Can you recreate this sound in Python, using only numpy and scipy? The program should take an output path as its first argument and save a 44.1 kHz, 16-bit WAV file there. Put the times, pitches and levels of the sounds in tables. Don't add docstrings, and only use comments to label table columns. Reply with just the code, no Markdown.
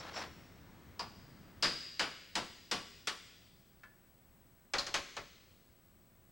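import sys
import numpy as np
from scipy import signal
from scipy.fft import rfft, irfft
from scipy.io import wavfile
from scipy.ndimage import uniform_filter1d, minimum_filter1d

SR = 44100
rng = np.random.default_rng(int(sys.argv[2]) if len(sys.argv) > 2 else 0)


def unload_wav(signal):
    wavfile.write(
        sys.argv[1],
        SR,
        np.round(np.clip(np.atleast_2d(signal).T, -1, 1) * 32767).astype(np.int16),
    )


N = 278419
TAIL = 65536


def amp(db):
    return 10 ** (np.asarray(db) / 20)


def unit(x):
    return x / np.sqrt(np.mean(x ** 2) + 1e-20)


def read(points, hz):
    point_hz, value = np.transpose(points)
    return np.interp(np.log(hz + 1), np.log(point_hz + 1), value)


def bins(size):
    return np.fft.rfftfreq(size, 1 / SR)


def bell(hz, centre_hz, width_hz):
    return 1 / (1 + (2 * (hz - centre_hz) / width_hz) ** 2)


def noise(gain, size):
    return irfft(rfft(rng.standard_normal(size)) * gain, size)


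def bands(x, centres):
    spectrum, hz = rfft(x), bins(len(x))
    return [irfft(spectrum * read(np.c_[centres, pick], hz), len(x)) for pick in np.eye(len(centres))]


def tone(hz, waver_hz, pace_hz, size):
    drift = unit(noise(bell(bins(size), 0, pace_hz), size))
    cycles = np.cumsum(hz + waver_hz * drift) / SR
    return np.sqrt(2) * np.sin(2 * np.pi * (cycles + rng.random()))


def add(mix, start_s, sound):
    part = mix[max(round(start_s * SR), 0):][:len(sound)]
    part += sound[:len(part)]


def hammering():
    # (time [s], force [dB], bench thud [dB], treble [dB], length factor,
    # contact resonance [Hz], its width [Hz], its lift [dB], steel clank [dB], steel ring [dB])
    blows = [(0.9936, -43, 1, -1.5, 0.91, 990, 750, 15, -38.5, -64.5),
             (1.625, -20.5, -1.5, -4, 1.07, 1600, 900, 2, -14.5, -28),
             (1.9945, -24, -7.5, -11.5, 1.1, 1440, 400, 3, -25, -44),
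             (2.3536, -26, 1.5, -3, 1.02, 920, 300, 6, -31, -43.5),
             (2.713, -25.5, 1, -0.5, 1.01, 1090, 400, 5, -38, -44),
             (3.0716, -27, -6.5, 0, 0.73, 1320, 900, 5, -37, -46)]
    # (frequency [Hz], relative level [dB])
    vise_colour = [(40, -5.5), (110, -6), (170, -1.5), (330, -0.5), (800, -2), (1500, -0.5), (2300, -0.5),
                   (3000, 1.5), (4100, -1), (5000, 0), (6200, -5.5), (7800, -10), (10000, -20.5),
                   (15500, -39.5)]
    # (frequency [Hz], level [dB], time to fade by 60 dB [s])
    vise_modes = [(205, -23, 0.27), (338.7, -17, 0.29), (483, -16, 0.24), (718, -17.5, .22),
                  (881, -14.5, .22), (1140, -13, 0.33), (1332, -14.5, 0.21)]
    # (frequency [Hz], relative level [dB], time to fade by 60 dB [s])
    steel_modes = [(3730, -11.5, 1.02), (4129, -8, .5), (4630, -6, 0.87), (4680, -13, 0.84),
                   (4880, -6.5, 1.6), (4847, -2, 0.85), (4955, -4.5, 0.94), (5030, -11.5, .9),
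                   (4970, -1, 0.59), (5180, -10.5, 0.57)]
    steel_size = np.linalg.norm([amp(mode[1]) for mode in steel_modes])
    out = np.zeros(N)
    for start_s, force_db, *contact, clank_db, ring_db in blows:
        add(out, start_s, amp(force_db) * strike(vise_colour, vise_modes, *contact))
        add(out, start_s, amp(clank_db) * clank(centre_hz=4804, width_hz=650, t60=0.16))
        steel = ring(steel_modes, waver_hz=50, pace_hz=130)
        add(out, start_s, amp(ring_db) * steel / steel_size)
    return out


def strike(colour, modes, thud_db, treble_db, length, contact_hz, width_hz, lift_db):
    # (frequency [Hz], rise time constant [s], 60 dB fade time [s])
    thud_bands = [(80, .03, .4), (200, .028, .27), (450, 0.012, 0.27), (984, 0.0045, .26),
                  (2200, 0.002, 0.263), (4500, 0.00037, 0.25), (8000, 0.00035, .18), (14000, .0002, .12)]
    hz, t = bins(TAIL), np.arange(TAIL) / SR
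    colour_db = read(colour, hz)
    colour_db += thud_db / (1 + (hz / 520) ** 2)
    colour_db += treble_db * hz ** 2 / (hz ** 2 + 3600 ** 2)
    colour_db += lift_db * bell(hz, contact_hz, width_hz)
    body = np.zeros(TAIL)
    parts = bands(noise(amp(colour_db), TAIL), [row[0] for row in thud_bands])
    for part, (_, rise_s, t60) in zip(parts, thud_bands):
        swell = 1 - np.exp(-t / rise_s)
        body += part * unit(swell * amp(-60 * t / (t60 * length)))
    body *= 1 + 0.47 * np.exp(-t / 0.0035)
    clear = ring(modes, waver_hz=5.8, pace_hz=60) * (1 - np.exp(-t / 0.0047))
    first_50_ms = body[:SR // 20]
    return body / first_50_ms.std() + amp(thud_db / 2) * clear


def ring(modes, waver_hz, pace_hz):
    t = np.arange(TAIL) / SR
    return sum(amp(db - 60 * t / t60) * tone(hz, waver_hz, pace_hz, TAIL) for hz, db, t60 in modes)


def clank(centre_hz, width_hz, t60):
    t = np.arange(TAIL) / SR
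    return unit(noise(bell(bins(TAIL), centre_hz, width_hz), TAIL)) * amp(-60 * t / t60)


def clatter():
    # (time [s], force [dB], bench thud [dB], treble [dB], length factor,
    # contact resonance [Hz], its width [Hz], its lift [dB], head clank [dB])
    knocks = [(4.7357, -25, -2.5, -7, 0.74, 1690, 600, 1.5, -40),
              (4.7836, -31, 4, 4.5, 1, 4400, 1400, 4, -21),
              (4.866, -35.5, 2.5, -1.5, 0.77, 6460, 2000, 3, -34),
              (4.941, -24, -2.5, 0.5, 0.83, 2470, 696, 3.5, -45),
              (5.1665, -34, 1.5, -8, 0.62, 2100, 600, 5.5, -43)]
    # (frequency [Hz], relative level [dB])
    bench_colour = [(40, -2.5), (130, -8.5), (260, -6.5), (400, -3.5), (1200, 0.5), (2500, -3.5),
                    (4500, -3), (6500, -7), (9000, -21), (15500, -43)]
    # (frequency [Hz], level [dB], time to fade by 60 dB [s])
    bench_modes = [(336.6, -19.5, 0.27), (378, -15, 0.29), (569.6, -8.5, 0.21), (710, -16, 0.17),
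                   (1076, -10.5, 0.29), (1333, -17, .2), (1770, -13, 0.18)]
    # (frequency [Hz], relative level [dB], time to fade by 60 dB [s])
    clink_modes = [(1400, -2, 0.14), (1728, 2, 0.24), (2250, -7, .15), (2660, -9, .15), (3128, -16, .18)]
    clink_s = 3.834
    out = np.zeros(N)
    touch = strike(bench_colour, bench_modes, thud_db=-12, treble_db=-10, length=0.61,
                   contact_hz=1650, width_hz=1100, lift_db=14.5)
    add(out, clink_s, amp(-50.5) * touch)
    add(out, clink_s, amp(-47.5) * ring(clink_modes, waver_hz=12, pace_hz=100))
    for start_s, force_db, *contact, clank_db in knocks:
        add(out, start_s, amp(force_db) * strike(bench_colour, bench_modes, *contact))
        add(out, start_s, amp(clank_db) * clank(centre_hz=4420, width_hz=1160, t60=0.13))
    return out


def drag():
    # (start [s], length [s], final pressure [dB],
    # squeal [dB], squeal length [s])
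    pulls = [(-.03, .128, -46.5, -51, .031), (.127, .097, -40.8, -50, .077)]
    # (frequency [Hz], relative level [dB])
    scrape_colour = [(59, -26), (100, -8), (293, -6), (592, 1), (1270, -1), (1350, 0.5), (2970, -9),
                     (4580, -9), (5520, -12.5), (6510, -19.5), (14000, -45)]
    # (frequency [Hz], width [Hz], relative level [dB])
    squeal_peaks = [(5490, 420, 0), (7450, 280, -12.5)]
    slips_per_s, slip_t60 = 1100, 0.042
    swell_db_per_s = 50
    t, hz = np.arange(N) / SR, bins(N)
    slips = rng.exponential(1, N) * (rng.random(N) < slips_per_s / SR)
    slip_power = amp(-60 * t[:TAIL] / slip_t60) ** 2
    shaking = np.sqrt(abs(signal.fftconvolve(slips, slip_power)[:N]))
    scrape = unit(shaking * noise(amp(read(scrape_colour, hz)), N))
    squeal_gain = sum(amp(db) * bell(hz, centre_hz, width_hz) for centre_hz, width_hz, db in squeal_peaks)
    squeal = unit(noise(squeal_gain, N))
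    out = np.zeros(N)
    for start_s, length_s, pressure_db, squeal_db, squeal_s in pulls:
        remaining_s = np.clip(start_s + length_s - t, 0, length_s)
        pressure = amp(pressure_db - swell_db_per_s * remaining_s)
        out += scrape * pressure * stroke(t - start_s, length_s, release_t60=0.2)
        out += squeal * amp(squeal_db) * stroke(t - start_s, squeal_s, release_t60=0.09)
    return out


def stroke(t, length_s, release_t60):
    grip = np.clip(t / 0.03, 0, 1)
    return grip * amp(-60 * np.maximum(t - length_s, 0) / release_t60)


def workshop(x):
    # (frequency [Hz], level [dB], time to fade by 60 dB [s])
    room = [(100, -10.5, .7), (350, -10.5, 1.02), (800, -17, 0.55), (1580, -12.5, 0.95),
            (2970, -10.5, 1.38), (4905, -14, 1.61), (8000, -9, 1.1), (14000, -2.5, 0.31)]
    t = np.arange(TAIL) / SR
    build_up = 1 - np.exp(-t / 0.0099)
    parts = bands(rng.standard_normal(TAIL) / np.sqrt(TAIL), [row[0] for row in room])
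    echo = np.zeros(TAIL)
    for part, (_, db, t60) in zip(parts, room):
        echo += part * amp(db) * unit(build_up * amp(-60 * t / t60))
    return x + signal.fftconvolve(x, echo)[:N]


def ports(x):
    # (frequency [Hz], side level against the middle [dB])
    width = [(30, -7), (125, -9), (250, -13), (500, -18), (1000, -22), (4000, -22), (8000, -19),
             (15000, -21)]
    fade = unit(amp(-60 * np.arange(TAIL) / SR / 0.19))
    scatter = noise(amp(read(width, bins(TAIL))), TAIL) * fade / np.sqrt(TAIL)
    side = signal.fftconvolve(x, scatter)[:N]
    return np.array([x + side, x - side])


def steady(colour):
    return noise(amp(read(colour, bins(N))) * np.sqrt(SR / 2), N)


def scene():
    # (frequency [Hz], relative level [dB])
    air_colour = [(12, -43.5), (20, -13.5), (43, -10.5), (70, 2.5), (135, -2), (169, -1.5), (238, -4),
                  (450, -13), (682, -16.5), (938, -16.5), (2210, -20.5), (2380, -23.5), (4850, -30.5),
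                  (7000, -33), (9100, -67), (15400, -120)]
    work = workshop(hammering() + clatter() + drag())
    return ports(work + amp(-57.5) * unit(steady(air_colour)))


def gain_control(x):
    limit_db, attack_s = -25.5, 0.012
    sink_db_per_s = 0.28
    keep = np.exp(-1 / (attack_s * SR))
    power = signal.lfilter([1 - keep], [1, -keep], (x ** 2).mean(0))
    power_db = 10 * np.log10(power + 1e-12)
    sink_db = sink_db_per_s * np.arange(N) / SR
    held_peak_db = np.maximum.accumulate(power_db - sink_db) + sink_db
    return x * amp(-np.maximum(held_peak_db - limit_db, 0))


def limiter(x):
    peak = -minimum_filter1d(-abs(x).max(0), size=120)
    crest = uniform_filter1d(peak, size=120)
    return x / np.maximum(crest / amp(-20.5), 1)


def record(dry):
    # (frequency [Hz], level in each hertz [dB])
    hiss_colour = [(20, -104), (70, -102), (200, -107), (500, -112), (1500, -117), (4000, -119),
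                   (10000, -119), (14700, -119), (15400, -112), (15750, -105), (16000, -112)]
    # (frequency [Hz], level [dB], pitch waver [Hz])
    hum_tones = [(30, -77, 1.2), (74.6, -81.5, 2), (122, -81.5, 2.12), (176, -83, 2.5), (364, -82.5, 1.2),
                 (539, -84.5, 0.84), (670, -84.5, 1), (7980, -83.5, 3), (15735, -73, 24)]
    # (frequency [Hz], left minus right [dB])
    lean_points = [(30, 7), (60, -0.5), (250, 0.2), (1000, 1.7), (3000, 2), (10000, 2.3)]
    held = limiter(gain_control(dry))
    hum = sum(amp(db) * tone(hz, waver_hz, pace_hz=40, size=N) for hz, db, waver_hz in hum_tones)
    noisy = held + ports(steady(hiss_colour) + hum)
    lean = amp(np.outer([0.5, -0.5], read(lean_points, bins(N))))
    leaning = irfft(rfft(noisy) * lean, N)
    low_pass = signal.firwin(511, 16000, window=("kaiser", 9), fs=SR)
    return signal.oaconvolve(leaning, low_pass[None], "same")


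dry = scene()
out = record(dry)
unload_wav(out)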